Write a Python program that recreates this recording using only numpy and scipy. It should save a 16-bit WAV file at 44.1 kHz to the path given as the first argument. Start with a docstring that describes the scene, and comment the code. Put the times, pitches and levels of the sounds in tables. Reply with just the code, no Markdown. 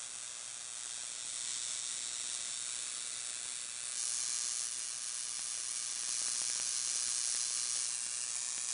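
"""A hissing buzz comes first: a mains-fed high-voltage supply sparks steadily while it lights a glass
bulb of plasma in a small room. Each half wave of the mains fires a few tiny sparks, which creep
earlier and drop out in turn. Their tone colour changes as the arc finds a new path and as the
microphone moves. Hot sparks push the air and pop; at times some snap harder and the arc flares.
A faint transformer hum and the noise of the room lie underneath."""
import sys
import numpy as np
from scipy import signal
from scipy.fft import rfft, irfft, next_fast_len
from scipy.io import wavfile
from scipy.ndimage import uniform_filter1d

SR = 44100
rng = np.random.default_rng(int(sys.argv[2]) if len(sys.argv) > 2 else 0)


def store_pcm(level_fs):
    """Save levels as 16-bit WAV."""
    pcm = np.round(np.clip(level_fs, -1, 1) * 32767).astype(np.int16)
    wavfile.write(sys.argv[1], SR, np.atleast_2d(pcm).T)


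N = 384993
TIME = np.arange(N) / SR
HALF_WAVE_HZ, TOP_HZ = 120.2, 10090  # half waves of the mains a second; upper limit of the sound

# the part of each half wave in which sparks can fire: t/s, opens after/ms, lasts/ms
FIRING = [(0, 1.46, 3.6), (1.6, 1.59, 3.39), (3.88, 2.28, 3.67), (3.97, 0.58, 3.34), (4.58, 0.58, 3.3),
          (4.75, 0.71, 3.9), (5.95, .95, 3.82), (6.15, 1.19, 3.08), (7.6, 1.26, 3.58), (8.7, 1.87, 4)]
# tone colour of the spark's bright click and of its duller room echo: f/Hz, level/dB
DIRECT = [(500, -12.5), (1500, -5), (3200, -2.5), (4500, 2.5), (7000, -2), (8500, -1.5), (10000, -7.5)]
ROOM_TAIL = [(500, -12), (2000, -5), (4000, -1), (6500, -8), (8500, -8.5), (10000, -11.5)]
# broad tone colour of a spark at each of six stages: f/Hz, level/dB
FAR = [(450, -20), (900, -20.5), (1200, -12.9), (2200, -13.5), (3100, -10), (4200, -16), (5000, -16),
       (6000, -7.9), (7500, -5), (8900, -3), (10100, -11)]
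NEAR = [(450, -19), (900, -21), (1200, -17), (2200, -14.5), (3100, -12), (4200, -12), (5000, -10.5),
        (6000, -6), (7500, 1.3), (8900, 8.5), (10100, -5.5)]
CLOSE = [(450, -18), (900, -23), (1200, -15), (2200, -9), (3100, -16), (4200, -8.5), (5000, -13.5),
         (6000, -6.5), (7500, -1), (8900, 6.7), (10100, 1.5)]
NEW_PATH = [(450, -22.5), (900, -19.4), (1200, -8), (2200, -20), (3100, -14.1), (4200, -1.1), (5000, -6),
            (6000, 5), (7500, -2.5), (8900, -2.5), (10100, -0.5)]
TURNING = [(450, -27), (900, -19), (1200, -11), (2200, -19.5), (3100, -18.5), (4200, -6.1), (5000, -5),
           (6000, -2), (7500, -2.5), (8900, 0.4), (10100, -0.5)]
TURNED = [(450, -21), (900, -19), (1200, -16.5), (2200, -17), (3100, -12), (4200, -12), (5000, -13),
          (6000, -8.5), (7500, -8.5), (8900, 6.5), (10100, 7)]
# peaks (+) and dips (-) in the buzz's tone colour at each stage: f/Hz, width/Hz, level/dB
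FAR_PEAKS = [(660, 250, 3.5), (1810, 105, -4.9), (2222, 106, -4.8), (2720, 97, 1.5), (2970, 310, -8),
             (3630, 510, 6), (4270, 79, 8), (4700, 190, 8.5), (5610, 180, 7.5), (8800, 470, -12)]
NEAR_PEAKS = [(670, 68, 6.5), (1079, 126, 5), (1420, 380, 6), (1961, 130, 7), (2270, 120, 5.5),
              (2610, 288, 2.5), (3320, 60, 4.0), (3653, 590, 12), (4040, 104, 4.5), (4300, 82, 9.5),
              (4670, 81, 8.5), (5560, 600, 7.5), (8760, 430, -14)]
CLOSE_PEAKS = [(677, 100, 3.5), (1106, 120, 4), (1400, 260, 2.8), (1860, 56, -10), (2130, 77, -9.5),
               (2620, 93, 3.3), (2830, 76, 4), (3580, 740, 7.5), (4620, 180, 7), (5470, 210, 7.5),
               (6620, 180, -4.1), (8750, 310, -12)]
NEW_PATH_PEAKS = [(915, 69, -5), (1360, 146, -7), (1643, 200, 5.5), (1930, 77, 3.5), (2312, 430, 10.5),
                  (2904, 370, 7.5), (3569, 370, 3.5), (3750, 87, -2.5), (3970, 580, -6.5), (4100, 70, 6.5),
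                  (4780, 71, -2), (4940, 96, 5.5), (6134, 340, -6), (6883, 187, -2.5), (7270, 49, -1.5),
                  (8159, 134, 7.5), (8930, 230, 2), (9844, 260, 9.5)]
TURNING_PEAKS = [(470, 112, 10), (1340, 150, -5), (1693, 305, 6.5), (2390, 359, 10.2), (2808, 257, 13.3),
                 (3227, 70, 3), (3487, 269, 4.5), (3675, 122, -3.6), (4330, 135, -3), (4940, 117, -4),
                 (7755, 191, 4.5)]
TURNED_PEAKS = [(764, 98, 4.0), (1090, 289, 7.9), (1800, 170, 9.5), (2400, 290, 12), (3114, 113, -5.7),
                (3237, 87, 6), (3840, 270, 7), (4450, 275, 8), (4963, 240, 12), (5702, 460, 12),
                (6337, 250, 9), (6950, 481, 13), (7640, 440, 10), (8676, 145, -9)]
# the stages in order: broad colour, peaks and dips
STAGES = [(FAR, FAR_PEAKS), (NEAR, NEAR_PEAKS), (CLOSE, CLOSE_PEAKS),
          (NEW_PATH, NEW_PATH_PEAKS), (TURNING, TURNING_PEAKS), (TURNED, TURNED_PEAKS)]
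# low band (body) and top band (fizz) of the buzz at each stage: body level/dB, fizz level/dB
STAGE_BALANCE = [(-6.5, -2.5), (-6, -3), (-6, -1), (-9, -0.47), (-9, 0.5), (-10, -2)]
# changes from one stage to the next: start t/s, end t/s
STAGE_CHANGES = [(0.75, 1.34), (2.2, 2.9), (3.92, 3.99), (7.75, 8.03), (8.24, 8.38)]
# as the microphone moves, the echo paths change and the colour slides in pitch: t/s, shift/%
COLOUR_SLIDE = [(0, 0), (0.8, -0.27), (1.4, -0.72), (2.3, 0.89), (2.7, -0.65), (3.8, 0.94), (5.5, 0.019),
                (7, 0.18), (7.4, 0.3), (7.8, -1.1), (8.0, -2.8), (8.27, 1.8), (8.38, -1.3), (8.7, 0.52)]
# strength of the buzz at the microphone, flares aside: t/s, level/dB
STRENGTH = [(0, -48.5), (.75, -48), (1.0, -45.5), (1.25, -46), (1.52, -41.5), (1.95, -43), (2.4, -43),
            (3.75, -46.5), (4.1, -43), (5.05, -44), (5.95, -42), (7.4, -42), (7.7, -42.5), (8.1, -42.5),
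            (8.3, -41), (8.73, -41)]
# spectra of a small pop, of the room's noise and of a hard snap: f/Hz, level/dB
POP_SPECTRUM = [(20, 0), (90, 4), (250, 5), (700, 2.5), (1100, -4), (2000, -19), (10000, -30)]
ROOM_SPECTRUM = [(15, -11), (35, -10), (70, -4), (150, -15), (300, -11), (700, 0.5), (2000, -11.5),
                 (10000, -23)]
SNAP_SPECTRUM = [(20, 16), (90, 25), (250, 26.5), (700, 27), (1500, 28), (3000, 28.5), (3800, 26),
                 (5000, 19), (10000, 14)]
# hard snaps, before their spectrum shapes them: t/s, level/dB
SNAPS = [(1.2495, -50), (1.925, -50), (2.0833, -49), (2.1145, -50), (2.2012, -50), (2.2406, -49.5),
         (2.2915, -46), (2.4974, -49), (2.8722, -49.5), (3.4578, -48), (4.0363, -49), (4.1212, -47.5),
         (4.287, -47), (4.4031, -50), (5.3935, -44), (5.576, -48), (5.968, -49), (6.0343, -49),
         (6.0923, -45), (6.2173, -44.5), (6.2838, -43.5), (6.3587, -48.5), (6.417, -39.5), (6.5005, -42.5),
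         (6.5586, -46.5), (6.5996, -39.5), (6.875, -46), (6.9577, -46), (7.0825, -43), (7.3488, -43),
         (7.5072, -48.5), (7.5743, -50), (7.6576, -50), (7.7577, -48), (7.7737, -46), (8.0643, -45.5),
         (8.5804, -42)]
# flares of the arc and the resonance each feeds: start t/s, end t/s, swell/dB, f/Hz, boost/dB
FLARES = [(3.925, 4.6, 4, 7250, 2.5), (6.046, 7.85, 3.5, 5800, 0.5), (7.15, 7.46, 0.7, 4600, 0.5)]


def sparks(recharge_ms=1.3, scatter_ms=0.45, creep_ms=0.14, wander_ms=0.2, jitter_ms=0.05,
           edge_ms=0.46, fade_db_per_ms=0.47, uneven_db=1.7, stray_chance=0.15, stray_db=-11):
    """Times and sizes of the sparks: after each one the supply must recharge before it fires again."""
    start = np.arange(0, TIME[-1], 1 / HALF_WAVE_HZ)[:, None]
    opens_ms, length_ms = follow(FIRING, start)
    shape = (len(start), 6)  # a row for each half wave, with room for six sparks
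    drift_ms = np.cumsum(wander_ms * rng.standard_normal(start.shape) - creep_ms, 0)
    scatter = unit_rms(uniform_filter1d(rng.standard_normal(shape), size=6, axis=0))
    wait_ms = abs(recharge_ms + scatter_ms * scatter)
    wait_ms[:, 0] = 0
    # a spark that creeps too early finds too little voltage, and the next takes the lead
    late_ms = drift_ms % recharge_ms + np.cumsum(wait_ms, 1) + jitter_ms * rng.standard_normal(shape)
    fires = np.clip((length_ms - late_ms) / edge_ms + rng.standard_normal(shape), 0, 1)
    sizes = fires * amp(uneven_db * rng.standard_normal(shape) - fade_db_per_ms * late_ms)
    times = start + (opens_ms + late_ms) / 1000
    # weak stray sparks fire at any moment of the half wave
    stray = (fires == 0) & (rng.random(shape) < stray_chance)
    times = np.where(stray, start + rng.random(shape) / HALF_WAVE_HZ, times)
    sizes = sizes + stray * amp(stray_db)
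    # partly even out the energy of the half waves, however many sparks share it
    return times, sizes / (np.linalg.norm(sizes, axis=1, keepdims=True) + 1e-9) ** 0.48


def spark_at_spot(size=8192):
    """One spark: its click, the fizzle along its streak, echoes off the apparatus and the room."""
    click = click_with(read(DIRECT, bins(2 * size)))[:size]
    streak = amp(-6) * echoes(0.0021, size)
    apparatus = amp(-2) * echoes(0.0091, size)
    room = signal.fftconvolve(echoes(0.12, size), click_with(read(ROOM_TAIL, bins(size))))[:size]
    return click + streak + apparatus + room


def wandering_sparks(train, dwell_s=0.25, spots=5):
    """Sparks pass from spot to spot; each spot has its own fine echoes but no broad colour."""
    spot = np.floor(TIME / dwell_s + rng.random(N)) % spots
    out = np.zeros(N)
    for k in range(spots):
        response = spark_at_spot()
        broad_power = uniform_filter1d(abs(rfft(response)) ** 2, size=23)
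        flatten = click_with(-10 * np.log10(broad_power))
        out += ring(ring(train * (spot == k), response), flatten)
    return out


def spark_colour(outline, peaks, hz, low_cut_hz=480):
    """Spectrum of a spark in dB: a thin click with peaks and dips in its tone colour."""
    peaks_db = sum(db / (1 + (2 * (hz - f) / width) ** 2) for f, width, db in peaks)
    bass_loss_db = 10 * np.log10(1 + (low_cut_hz / (hz + 20)) ** 4)
    return read(outline, hz) + peaks_db - bass_loss_db


def stage_at(t):
    """Number of the stage at the times t, with a fraction during a change."""
    return sum(ramp(t, start, end - start) for start, end in STAGE_CHANGES)


def shifting_colour(x, size=4096):
    """Colours the sparks piece by piece: stages blend, and peaks slide as the microphone moves."""
    hz, hop = bins(size), size // 2
    colours = [spark_colour(outline, peaks, hz) for outline, peaks in STAGES]
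    padded, window = np.pad(x, (hop, 2 * size)), signal.windows.hann(size, sym=False)
    out = np.zeros(N + 3 * size)
    for at in range(0, N + hop, hop):
        stage = stage_at(at / SR)
        stretch = 1 + follow(COLOUR_SLIDE, at / SR)[0] / 100
        db = sum(max(1 - abs(stage - k), 0) * colour for k, colour in enumerate(colours))
        response = click_with(np.interp(hz / stretch, hz, db))
        piece = signal.fftconvolve(padded[at:at + size] * window, response)
        out[at:at + len(piece)] += piece
    return out[hop:hop + N]


def band_levels(t, usual_db=-43):
    """Body, middle and fizz in dB: the middle follows strength and flares fully, the others partly."""
    excess = follow(STRENGTH, t)[0] - usual_db
    swell = sum(db * flare(t, start, end) for start, end, db, _, _ in FLARES)
    body, fizz = [np.interp(stage_at(t), range(len(STAGES)), db) for db in np.transpose(STAGE_BALANCE)]
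    return (usual_db + body + 0.76 * excess + 0.4 * swell,
            usual_db + excess + swell,
            usual_db + fizz + 0.73 * excess + 0.62 * swell)


def buzz(times, sizes, waver_db=0.32, fizz_waver_db=0.75):
    """The quick sparks merge into a hissing buzz that swells with the strength of the arc."""
    sound = shifting_colour(wandering_sparks(clicks(times, sizes)))
    size = next_fast_len(N)
    spectrum = rfft(flare_resonance(sound), size)
    body, middle, fizz = band_levels(TIME)
    # band 0 is the body, 1 the middle, 2 the fizz; 3 is left silent
    band = np.interp(bins(size), [3800, 4200, 7600, 8400, TOP_HZ, TOP_HZ + 100], [0, 1, 1, 2, 2, 3])
    out = np.zeros(N)
    for k, db in enumerate([body, middle, fizz + fizz_waver_db * waver()]):
        part = irfft(spectrum * np.maximum(1 - abs(band - k), 0), size)[:N]
        power = signal.oaconvolve(part ** 2, signal.windows.hann(SR // 5), "same") / (SR // 10)
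        out += part / np.sqrt(abs(power) + 1e-20) * amp(db)  # steady the band, then set its level
    return out * amp(waver_db * waver())


def small_pops(times, sizes, base_db=-37.5, spread_db=6, hottest_db=8):
    """Hotter sparks push the air as well, making many small, dull pops."""
    body, _, _ = band_levels(times)
    drive_db = 0.94 * (body - np.mean(body))
    heat_db = np.minimum(spread_db * rng.standard_normal(times.shape), hottest_db)
    push = rng.choice([-1, 1], times.shape) * sizes * amp(base_db + drive_db + heat_db)
    return ring(clicks(times, push), click_with(read(POP_SPECTRUM, bins(8192))))


def transformer_hum(level_db=-79, octave_db=-6):
    """The transformer hums at the rate of the half waves, with a weaker tone an octave up."""
    angle = 2 * np.pi * HALF_WAVE_HZ * TIME
    return np.sqrt(2) * amp(level_db) * (np.sin(angle) + amp(octave_db) * np.sin(2 * angle))


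def room_noise(level_db=-70):
    """The room gives a soft, steady rush."""
    air = irfft(rfft(rng.standard_normal(N)) * amp(read(ROOM_SPECTRUM, bins(N))), N)
    return amp(level_db) * unit_rms(air)


def hard_snaps():
    """A few hot sparks push the air hard and crack from bass to treble."""
    times, db = np.transpose(SNAPS)
    return ring(clicks(times, -amp(db)), click_with(read(SNAP_SPECTRUM, bins(8192))))


def flare(t, start, end, rise_s=0.055, fall_s=0.11):
    """The arc flares up from 0 to 1, holds and falls back."""
    return ramp(t, start, rise_s) - ramp(t, end, fall_s)


def flare_resonance(x, width_hz=700):
    """In each flare, the resonance that the arc feeds most swells out of the hiss."""
    decay = np.exp(-np.pi * width_hz / SR)
    out = x.copy()
    for start, end, _, hz, boost_db in FLARES:
        ringing = 2 * signal.lfilter([1 - decay], [1, -decay * np.exp(2j * np.pi * hz / SR)], x).real
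        out += (amp(boost_db * flare(TIME, start, end)) - 1) * ringing
    return out


def amp(db):
    """Turns decibels into a gain."""
    return 10 ** (np.asarray(db) / 20)


def unit_rms(x):
    """Scales x to an average (rms) size of 1."""
    return x / np.sqrt(np.mean(x ** 2) + 1e-20)


def read(points, hz):
    """Reads a spectrum table at hz, with octaves evenly spaced."""
    f, db = np.transpose(points)
    return np.interp(np.log(hz + 1), np.log(f), db)


def follow(rows, t):
    """Reads each column of a time table at the times t."""
    times, *columns = np.transpose(rows)
    return [np.interp(t, times, column) for column in columns]


def bins(size):
    """Frequencies in the spectrum of that many samples."""
    return np.fft.rfftfreq(size, 1 / SR)


def click_with(db):
    """The sharpest click that has this spectrum: all its ringing comes after the attack."""
    log_gain = np.log(amp(np.r_[db, db[-2:0:-1]]))
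    return np.fft.ifft(np.exp(np.conj(signal.hilbert(log_gain)))).real[:len(db)]


def ring(x, response):
    """Makes every sample of x set off the response."""
    return signal.oaconvolve(x, response)[:N]


def clicks(times, sizes):
    """A one-sample click at each time."""
    at = np.clip(np.round(times * SR).astype(int), 0, N - 1)
    return np.bincount(at.ravel(), (sizes * (times < TIME[-1])).ravel(), N)


def echoes(fade_s, size=8192):
    """Dense echoes of energy 1 that build up quickly and fall 60 dB in fade_s."""
    t = np.arange(size) / SR
    build_up = 1 - np.exp(-t / (fade_s / 20))
    tail = rng.standard_normal(size) * amp(-60 * t / fade_s) * build_up
    return tail / np.linalg.norm(tail)


def ramp(t, start, length):
    """Rises from 0 to 1 over that length of time."""
    return np.clip((t - start) / length, 0, 1)


def waver(rate_hz=6.4):
    """A slow random wobble with an average size of 1."""
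    return unit_rms(irfft(rfft(rng.standard_normal(N)) * np.exp(-(bins(N) / rate_hz) ** 2), N))


def scene():
    """The buzz, the pops and snaps with their echo, the hum and the room at one microphone."""
    times, sizes = sparks()
    hiss = buzz(times, sizes)
    pops = small_pops(times, sizes) + hard_snaps()
    pop_echo = amp(-12) * ring(pops, echoes(fade_s=0.11))
    return (hiss + pops + pop_echo + transformer_hum() + room_noise())[None]


def record(dry):
    """Cuts off the treble above TOP_HZ."""
    low_pass = signal.firwin(801, TOP_HZ, window=("kaiser", 8), fs=SR)
    return signal.oaconvolve(dry, low_pass[None], "same")


dry = scene()
out = record(dry)
store_pcm(out)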